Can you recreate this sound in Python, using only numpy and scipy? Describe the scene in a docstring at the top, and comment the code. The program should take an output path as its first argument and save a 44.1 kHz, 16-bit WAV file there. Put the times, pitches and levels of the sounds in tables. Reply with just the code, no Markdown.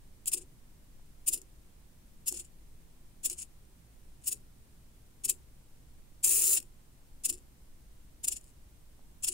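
"""A small hobby servo turns a plastic disc on a workbench, close and in stereo, in a quiet room.
From 0.3 s it takes one short step a second: the motor kicks off, brakes, then rocks or creeps into place.
Its gear teeth rattle in the thin case, the disc hums along and the slack in the gears ticks.
At 6.25 s the seventh move is one long sweep: a third of a second of rasp and rotor whine.
Three more short steps follow. Room rumble and microphone hiss lie under it all."""
import sys
import numpy as np
from scipy import signal
from scipy.fft import rfft, irfft, next_fast_len
from scipy.io import wavfile
from scipy.ndimage import uniform_filter1d

SR = 44100
rng = np.random.default_rng(int(sys.argv[2]) if len(sys.argv) > 2 else 0)


def wrap_up_sound(samples):
    """Save the sound to the file named by the first command line argument, as 16-bit audio."""
    columns = np.atleast_2d(samples).T
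    # keep every value between -1 and 1, then stretch to whole-number steps
    tamed = np.clip(columns, -1, 1)
    steps = np.round(tamed * 32767).astype(np.int16)
    wavfile.write(sys.argv[1], SR, steps)


N = 411453
TIME = np.arange(N) / SR
HZ = np.fft.rfftfreq(N, 1 / SR)


def step_rattle(top_mesh_hz=1350, top_db=-22, low_hz=3800, high_hz=11000, high_db=-2, slow_dull_db=13.5):
    """Gear force of the steps: the faster the motor, the denser, louder and brighter the knocks."""
    level, bright_db = motor_effort()
    speed = np.clip(np.sqrt(level / amp(top_db)), 0.1, 1)
    force = level * gear_teeth(top_mesh_hz * speed, spread_db=0.5, knock_db=-5.5,
                               rebound_db=-1.5, rub_s=0.0016)
    low = tint(force, 1 / (1 + (HZ / low_hz) ** 6))
    high = tint(force, 1 - 1 / (1 + (HZ / high_hz) ** 10))
    low_gain = amp(-0.33 * bright_db)
    high_gain = amp(high_db + bright_db - slow_dull_db * (0.5 - speed))
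    return force + low * (low_gain - 1) + high * (high_gain - 1)


# Each row: top of the kick in seconds, kick level in dB, kick length factor, travel to the brake in
# seconds, brake level in dB, brake length factor, loss per rebound in dB, brightness in dB,
# disc hum at the kick in dB, disc hum at the brake in dB. Levels are relative.
STEPS = [(0.28, -25, 0.91, .057, -24, 1.1, 12.5, 1.5, -64, -52),
         (1.285, -22.5, 1.03, 0.053, -25, 1.3, 20, 3, -52.5, -53),
         (2.283, -24.5, 1.16, 0.038, -40, 1.3, 19, 2.5, -62, -53),
         (3.257, -23.5, 1.19, 0.053, -37, 0.83, 31.5, 0, -55, -60),
         (4.281, -26.5, 1.3, .044, -28.5, 1, 29.5, 4.5, -69, -56.5),
         (5.253, -25.5, .85, 0.046, -22, 1.01, 32, 0.5, -57, -55.5),
         (6.246, -20.5, 0.81, .328, -24, 0.99, 29.5, 1, -68.5, -55.5),
         (7.256, -22.5, .95, 0.042, -24.5, 0.85, 16.5, -1, -64, -52.5),
         (8.247, -26.5, 0.73, .037, -21.5, 0.72, 8, -3, -62.5, -61),
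         (9.244, -24.5, 0.99, 0.04, -24.5, 1.18, 13, -4, -69, -56)]


def surges(rebound_s=0.041, rebound_length=1.2, dull_db_per_s=44, dull_share=0.28, hum_share=0.39):
    """Kick, brake, two rebounds per step. Yields top in s, dB, length factor, brightness dB, hum dB."""
    for (kick_s, kick_db, kick_length, travel_s, brake_db, brake_length,
         loss_db, bright_db, kick_hum_db, brake_hum_db) in STEPS:
        brake_s = kick_s + travel_s
        yield kick_s, kick_db, kick_length, bright_db, kick_hum_db
        # longer travel, duller brake
        yield brake_s, brake_db, brake_length, bright_db - dull_db_per_s * travel_s, brake_hum_db
        for k in (1, 2):
            lost_db = k * loss_db
            yield (brake_s + k * rebound_s, brake_db - lost_db, rebound_length,
                   bright_db - dull_share * lost_db, brake_hum_db - hum_share * lost_db)


# Each row: first nudge in seconds, length in seconds, nudge interval in seconds, relative level in dB.
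CREEPS = [(2.344, .066, .028, -41.5), (2.447, .012, .028, -56.5), (3.300, .034, .016, -40),
          (3.387, .045, .034, -41), (4.244, .012, .028, -51), (8.409, 0.093, 0.034, -65)]


def creep_level(nudge_db=3.5):
    """The motor inches along in small nudges."""
    level = np.zeros(N)
    for start_s, length_s, interval_s, db in CREEPS:
        nudges = np.cos(2 * np.pi * (TIME - start_s) / interval_s)
        level += amp(db + nudge_db * nudges) * hold(start_s, start_s + length_s, 0.025, 0.018)
    return level


def motor_effort(rise_s=0.019, fall_s=0.017, creep_bright_db=-4.5):
    """Surges and creeping add in power; returns the motor's level and its brightness in dB."""
    power = creep_level() ** 2
    brightness = creep_bright_db * power
    power += 1e-14
    for top_s, db, length, bright_db, _ in surges():
        span, gain = swell(top_s, rise_s * length, fall_s * length, shape=1.2)
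        breakaway_s = top_s - 1.2 * rise_s * length  # the gears stick, then break loose
        gain *= amp(db) * np.clip((TIME[span] - breakaway_s) / 0.002, 0, 1)
        power[span] += gain ** 2
        brightness[span] += bright_db * gain ** 2
    return np.sqrt(power), brightness / power


def gear_teeth(mesh_hz, spread_db, knock_db, rebound_db, rub_s, rebounds_per_s=2500):
    """Each tooth knocks, then rebounds and rubs briefly: separate ticks when slow, a rasp when fast."""
    cycles = np.cumsum(mesh_hz) / SR
    tooth = cycles.astype(int)
    strength, bounce, rub = rng.standard_normal((3, N))
    flank = rng.choice([-1, 1], N)
    knocks = np.diff(tooth, prepend=0) * np.sqrt(SR / mesh_hz) * flank
    rebounds = unit(bounce * (rng.random(N) < rebounds_per_s / SR))
    rub_share = rub_s * mesh_hz
    contact_rms = np.sqrt(rub_share / 2 * (1 - np.exp(-2 / rub_share)))
    contact = np.exp(-(cycles % 1) / rub_share) / contact_rms
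    force = amp(spread_db * np.clip(strength[tooth], -2, 2))
    return unit(force * (amp(knock_db) * knocks + contact * (rub + amp(rebound_db) * rebounds)))


# Each row: time in seconds, relative level in dB, motor shaft rate in Hz.
SWEEP = [(6.25, -29.5, 346.2), (6.274, -28.5, 390.6), (6.324, -29.5, 436), (6.412, -29.5, 446.5),
         (6.542, -27.5, 440), (6.58, -39, 408.6)]


def sweep(gain_db=3, flutter=0.008):
    """The motor runs up to full speed; returns the gear rattle and the stereo rotor whine."""
    times_s, _, rates_hz = np.transpose(SWEEP)
    level = amp(gain_db) * sweep_level()
    shaft_hz = np.interp(TIME, times_s, rates_hz) * (1 + flutter * wander(300))
    angle = 2 * np.pi * np.cumsum(shaft_hz) / SR
    rattle = sweep_rattle(shaft_hz, angle)
    whine = rotor_whine(angle, active=abs(TIME - times_s.mean()) < 0.5)
    whine *= (shaft_hz / rates_hz.max()) ** 3  # strongest at full speed
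    return level * rattle, level * whine


def sweep_level(rise_s=0.0038, fall_s=0.006):
    """Gain of the sweep, with a quick start and stop."""
    times_s, db, _ = np.transpose(SWEEP)
    return amp(np.interp(TIME, times_s, db)) * hold(times_s[0], times_s[-1], rise_s, fall_s)


# Each row: frequency in Hz, gain on the sweep's rattle in dB.
SWEEP_COLOUR = [(400, 7.5), (1300, 0.5), (2100, 3), (2800, -5.5), (4000, -7.5), (5300, -4.5), (6300, 2.5),
                (7800, -2), (11800, 2), (13300, 0), (14200, 6.5)]


def sweep_rattle(shaft_hz, angle, knocks_per_turn=3, throb=0.5):
    """The teeth rasp at speed; the pinion presses harder once a turn."""
    force = gear_teeth(knocks_per_turn * shaft_hz, spread_db=2.5, knock_db=-5,
                       rebound_db=-5, rub_s=0.0015)
    return tint(force, amp(curve(SWEEP_COLOUR, HZ))) * (1 + throb * np.cos(angle))


# Each row: multiple of the shaft rate, level against the rattle in dB.
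ROTOR_TONES = [(1, -31.5), (3, -40), (8, -34), (9, -29.5), (10, -29), (11, -30), (15, -20.5), (17, -23),
               (19, -29), (21, -12), (23, -28), (27, -29)]


def rotor_whine(angle, active, waver_db=3, pan_db=2):
    """Harmonics of the turning rotor, each wavering on its own, left of centre."""
    whine = np.zeros(N)
    for multiple, db in ROTOR_TONES:
        waver = wander(900, count=2 * SR)[:active.sum()]
        whine[active] += amp(db + waver_db * waver) * np.sin(multiple * angle[active])
    return whine * amp([[pan_db], [-pan_db]])


# Each row: start in seconds, relative level in dB.
SLACK_TICKS = [(0.2583, -23.5), (0.3184, -21), (0.3804, -39), (1.3758, -32), (1.4163, -34), (2.3246, -22),
               (3.2586, -20), (3.2988, -19), (5.3264, -33), (6.3072, -20), (6.5334, -12), (6.602, -26),
               (6.6273, -33), (7.3265, -27), (8.4106, -47), (8.442, -46.5)]


def slack_ticks(gain_db=8, chatter=0.26, chatter_s=0.00045):
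    """Gear slack snaps shut: one hard knock and a millisecond of chatter."""
    out, t = np.zeros(N), np.arange(256) / SR
    for start_s, db in settling_ticks() + list(SLACK_TICKS):
        snap = chatter * rng.standard_normal(len(t)) * np.exp(-t / chatter_s)
        snap[0] += 1
        part = out[round(start_s * SR):][:len(t)]
        part += amp(db + gain_db) * snap[:len(part)]
    return out


def settling_ticks(settle_s=0.098, top_db=-40, fade_db=16, count=5):
    """After each brake the gears settle in ever fainter random ticks; rows as in SLACK_TICKS."""
    brakes_s = np.array([[kick_s + travel_s] for kick_s, _, _, travel_s, *_ in STEPS])
    lateness = rng.random((len(STEPS), count))
    starts_s = brakes_s + settle_s * lateness
    levels_db = top_db - fade_db * lateness
    return list(zip(starts_s.ravel(), levels_db.ravel()))


def case(force, places=6, places_per_s=7, stray_share=0.22, block=24):
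    """Contacts strike the case at places that shift with the gears, each with its own mix of modes."""
    strays = np.repeat(rng.random(N // block + 1) < stray_share, block)[:N]
    place = ((places_per_s * TIME).astype(int) + strays) % places
    return sum(convolve(force * (place == k), case_response()) for k in range(places))


# Each row: frequency in Hz, relative radiation to the left in dB, to the right in dB.
CASE_RADIATION = [(202.5, -46, -41), (770, -31, -31), (1244, -34, -31), (2150, -26, -31.5),
                  (2616, -10.5, -8.5), (2960, -13, -16), (4000, -24, -15.5), (5440, -6, -10),
                  (5960, -10.5, -24.5), (7060, 1, 2), (10270, 2.5, -8), (11200, -6, -4.5),
                  (13400, -10, -20), (15200, -15, -8.5)]


def case_response(ring_db=8, ring_t60_s=0.01, size=2048):
    """A blow on the case: a sharp front, then many short modes, mixed differently on each side."""
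    t, hz = np.arange(size) / SR, np.fft.rfftfreq(size, 1 / SR)
    blow = rng.standard_normal((2, size)) * amp(-60 * t / ring_t60_s)
    blow *= amp(ring_db) / np.linalg.norm(blow, axis=1, keepdims=True)
    blow[:, 0] += 1
    spectrum = rfft(blow)
    smoothed = np.sqrt(uniform_filter1d(abs(spectrum) ** 2, size=21, axis=1))
    colour = amp([curve(np.array(CASE_RADIATION)[:, [0, side]], hz) for side in (1, 2)])
    log_gain = np.log(colour / smoothed)
    mirrored = np.hstack([log_gain, log_gain[:, -2:0:-1]])
    minimum_phase = np.exp(np.conj(signal.hilbert(mirrored)))[:, :len(hz)]  # keeps the front sharp
    response = irfft(spectrum * minimum_phase)
    return response / np.sqrt(np.sum(response ** 2) / 2)


# Each row: frequency in Hz, width in Hz, relative level in dB.
DISC_MODES = [(268.6, 61, -2), (361.5, 53, 3.5), (378, 59, -2.5), (507, 67, -9.5)]


def disc_hum(lag_s=0.0097, rise_s=0.031, fall_s=0.041, sweep_db=-28, gain_db=-1):
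    """Jerks of the gear train shake the disc on its shaft; it hums in a few low modes."""
    power = (amp(sweep_db) * sweep_level()) ** 2
    for top_s, *_, hum_db in surges():
        span, gain = swell(top_s + lag_s, rise_s, fall_s, shape=2.5)
        power[span] += (amp(hum_db) * gain) ** 2
    modes = sum(amp(db) / (1 + (2 * (HZ - hz) / width_hz) ** 2) for hz, width_hz, db in DISC_MODES)
    return amp(gain_db) * np.sqrt(power) * unit(tint(rng.standard_normal(N), modes))


# Each row: start in seconds, relative level in dB.
TAPS = [(0.996, -58), (2.326, -46), (8.9933, -52)]


def taps(ring_hz=750, t60_s=0.0095, cutoff_hz=1700):
    """Faint dull taps that die at once."""
    out, t = np.zeros(N), np.arange(1024) / SR
    for start_s, db in TAPS:
        out[round(start_s * SR):][:len(t)] += amp(db - 60 * t / t60_s) * np.cos(2 * np.pi * ring_hz * t)
    return tint(out, 1 / np.sqrt(1 + (HZ / cutoff_hz) ** 4))


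def reflections(x, bench_db=-15, bench_t60_s=0.073, room_db=-26, room_t60_s=0.22):
    """Quick reflections from the bench and the things on it, then a faint room tail."""
    t = np.arange(SR // 2) / SR
    response = np.zeros((2, len(t)))
    for db, t60_s in ((bench_db, bench_t60_s), (room_db, room_t60_s)):
        tail = rng.standard_normal(response.shape) * amp(-60 * t / t60_s) * (t > 0.002)
        response += amp(db) * tail / np.linalg.norm(tail[0])
    return convolve(x, response)


# Each row: frequency in Hz, relative noise density in dB.
ROOM_RUMBLE = [(7, -4.5), (14, 6), (27, -8), (42, -6), (66, -8), (88, -17.5), (122, -13.5), (200, -20.5),
               (285, -23.5), (400, -28.5), (700, -33.5), (1000, -36.5), (1600, -70.5)]
MIC_HISS = [(700, -5), (1100, 0.5), (2000, -1), (5000, -3.5), (7000, -2.5), (8700, 0), (11000, -3),
            (15500, -4)]
# Each row: frequency in Hz, left-right correlation.
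NOISE_CORRELATION = [(60, 0.88), (130, 0.84), (290, 0.74), (640, 0.16), (1410, -0.099), (3100, 0.0),
                     (6820, 0.058), (15000, -0.033)]
# Each row: frequency in Hz, left minus right in dB.
NOISE_BALANCE = [(60, -0.29), (180, -0.92), (550, -1.0), (1650, -0.4), (4970, -0.58), (15000, 0.0)]


def background(rumble_db=-54.5, hiss_db=-67):
    """Low room rumble, alike on both sides, and the hiss of the microphones."""
    correlation = np.clip(curve(NOISE_CORRELATION, HZ), 0, 1)
    out = np.zeros((2, N))
    for spectrum, db in ((ROOM_RUMBLE, rumble_db), (MIC_HISS, hiss_db)):
        colour = amp(curve(spectrum, HZ))
        shared = tint(rng.standard_normal(N), colour * np.sqrt(correlation))
        separate = tint(rng.standard_normal((2, N)), colour * np.sqrt(1 - correlation))
        out += amp(db) * unit(shared + separate)
    left_gain = amp(curve(NOISE_BALANCE, HZ) / 2)
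    return np.array([tint(out[0], left_gain), tint(out[1], 1 / left_gain)])


def amp(db):
    """Decibels to gain."""
    return 10 ** (np.asarray(db) / 20)


def unit(x):
    """Scales to rms 1."""
    return x / np.sqrt(np.mean(x ** 2) + 1e-20)


def curve(points, hz):
    """Interpolates (Hz, value) rows on a log-frequency axis."""
    points_hz, values = np.transpose(points)
    return np.interp(np.log(hz + 1), np.log(points_hz + 1), values)


def tint(x, gain):
    """Filters x by a gain given on the grid HZ."""
    size = next_fast_len(N + 4096)
    padded_gain = np.interp(np.fft.rfftfreq(size, 1 / SR), HZ, gain)
    return irfft(rfft(x, size) * padded_gain, size)[..., :N]


def convolve(x, response):
    """Plays x through a left and a right response."""
    return signal.oaconvolve(np.atleast_2d(x), response, axes=1)[:, :N]


def wander(smooth_samples, count=N):
    """Slow random drift of rms 1."""
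    return unit(uniform_filter1d(rng.standard_normal(count), smooth_samples))


def swell(top_s, rise_s, fall_s, shape):
    """Slice and gain of one surge, 20 dB down rise_s before and fall_s after its top."""
    span = slice(max(int((top_s - 4 * rise_s) * SR), 0), int((top_s + 4 * fall_s) * SR))
    t = TIME[span] - top_s
    return span, amp(-20 * np.maximum(-t / rise_s, t / fall_s) ** shape)


def hold(start_s, end_s, rise_s, fall_s):
    """Gain of 1 from start to end, 20 dB down rise_s before and fall_s after."""
    outside = np.maximum((start_s - TIME) / rise_s, (TIME - end_s) / fall_s)
    return amp(-20 * np.clip(outside, 0, 8))


def scene():
    """Gears sound through the case; rotor, disc and taps sound directly."""
    rasp, whine = sweep()
    servo = case(step_rattle() + rasp + slack_ticks()) + whine + disc_hum() + taps()
    return servo + reflections(servo) + background()


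def record(dry, cutoff_hz=15780):
    """A steep low-pass cuts the top treble."""
    lowpass = signal.firwin(511, cutoff_hz, window=("kaiser", 9), fs=SR)
    return signal.oaconvolve(dry, lowpass[None], "same")


dry = scene()
out = record(dry)
wrap_up_sound(out)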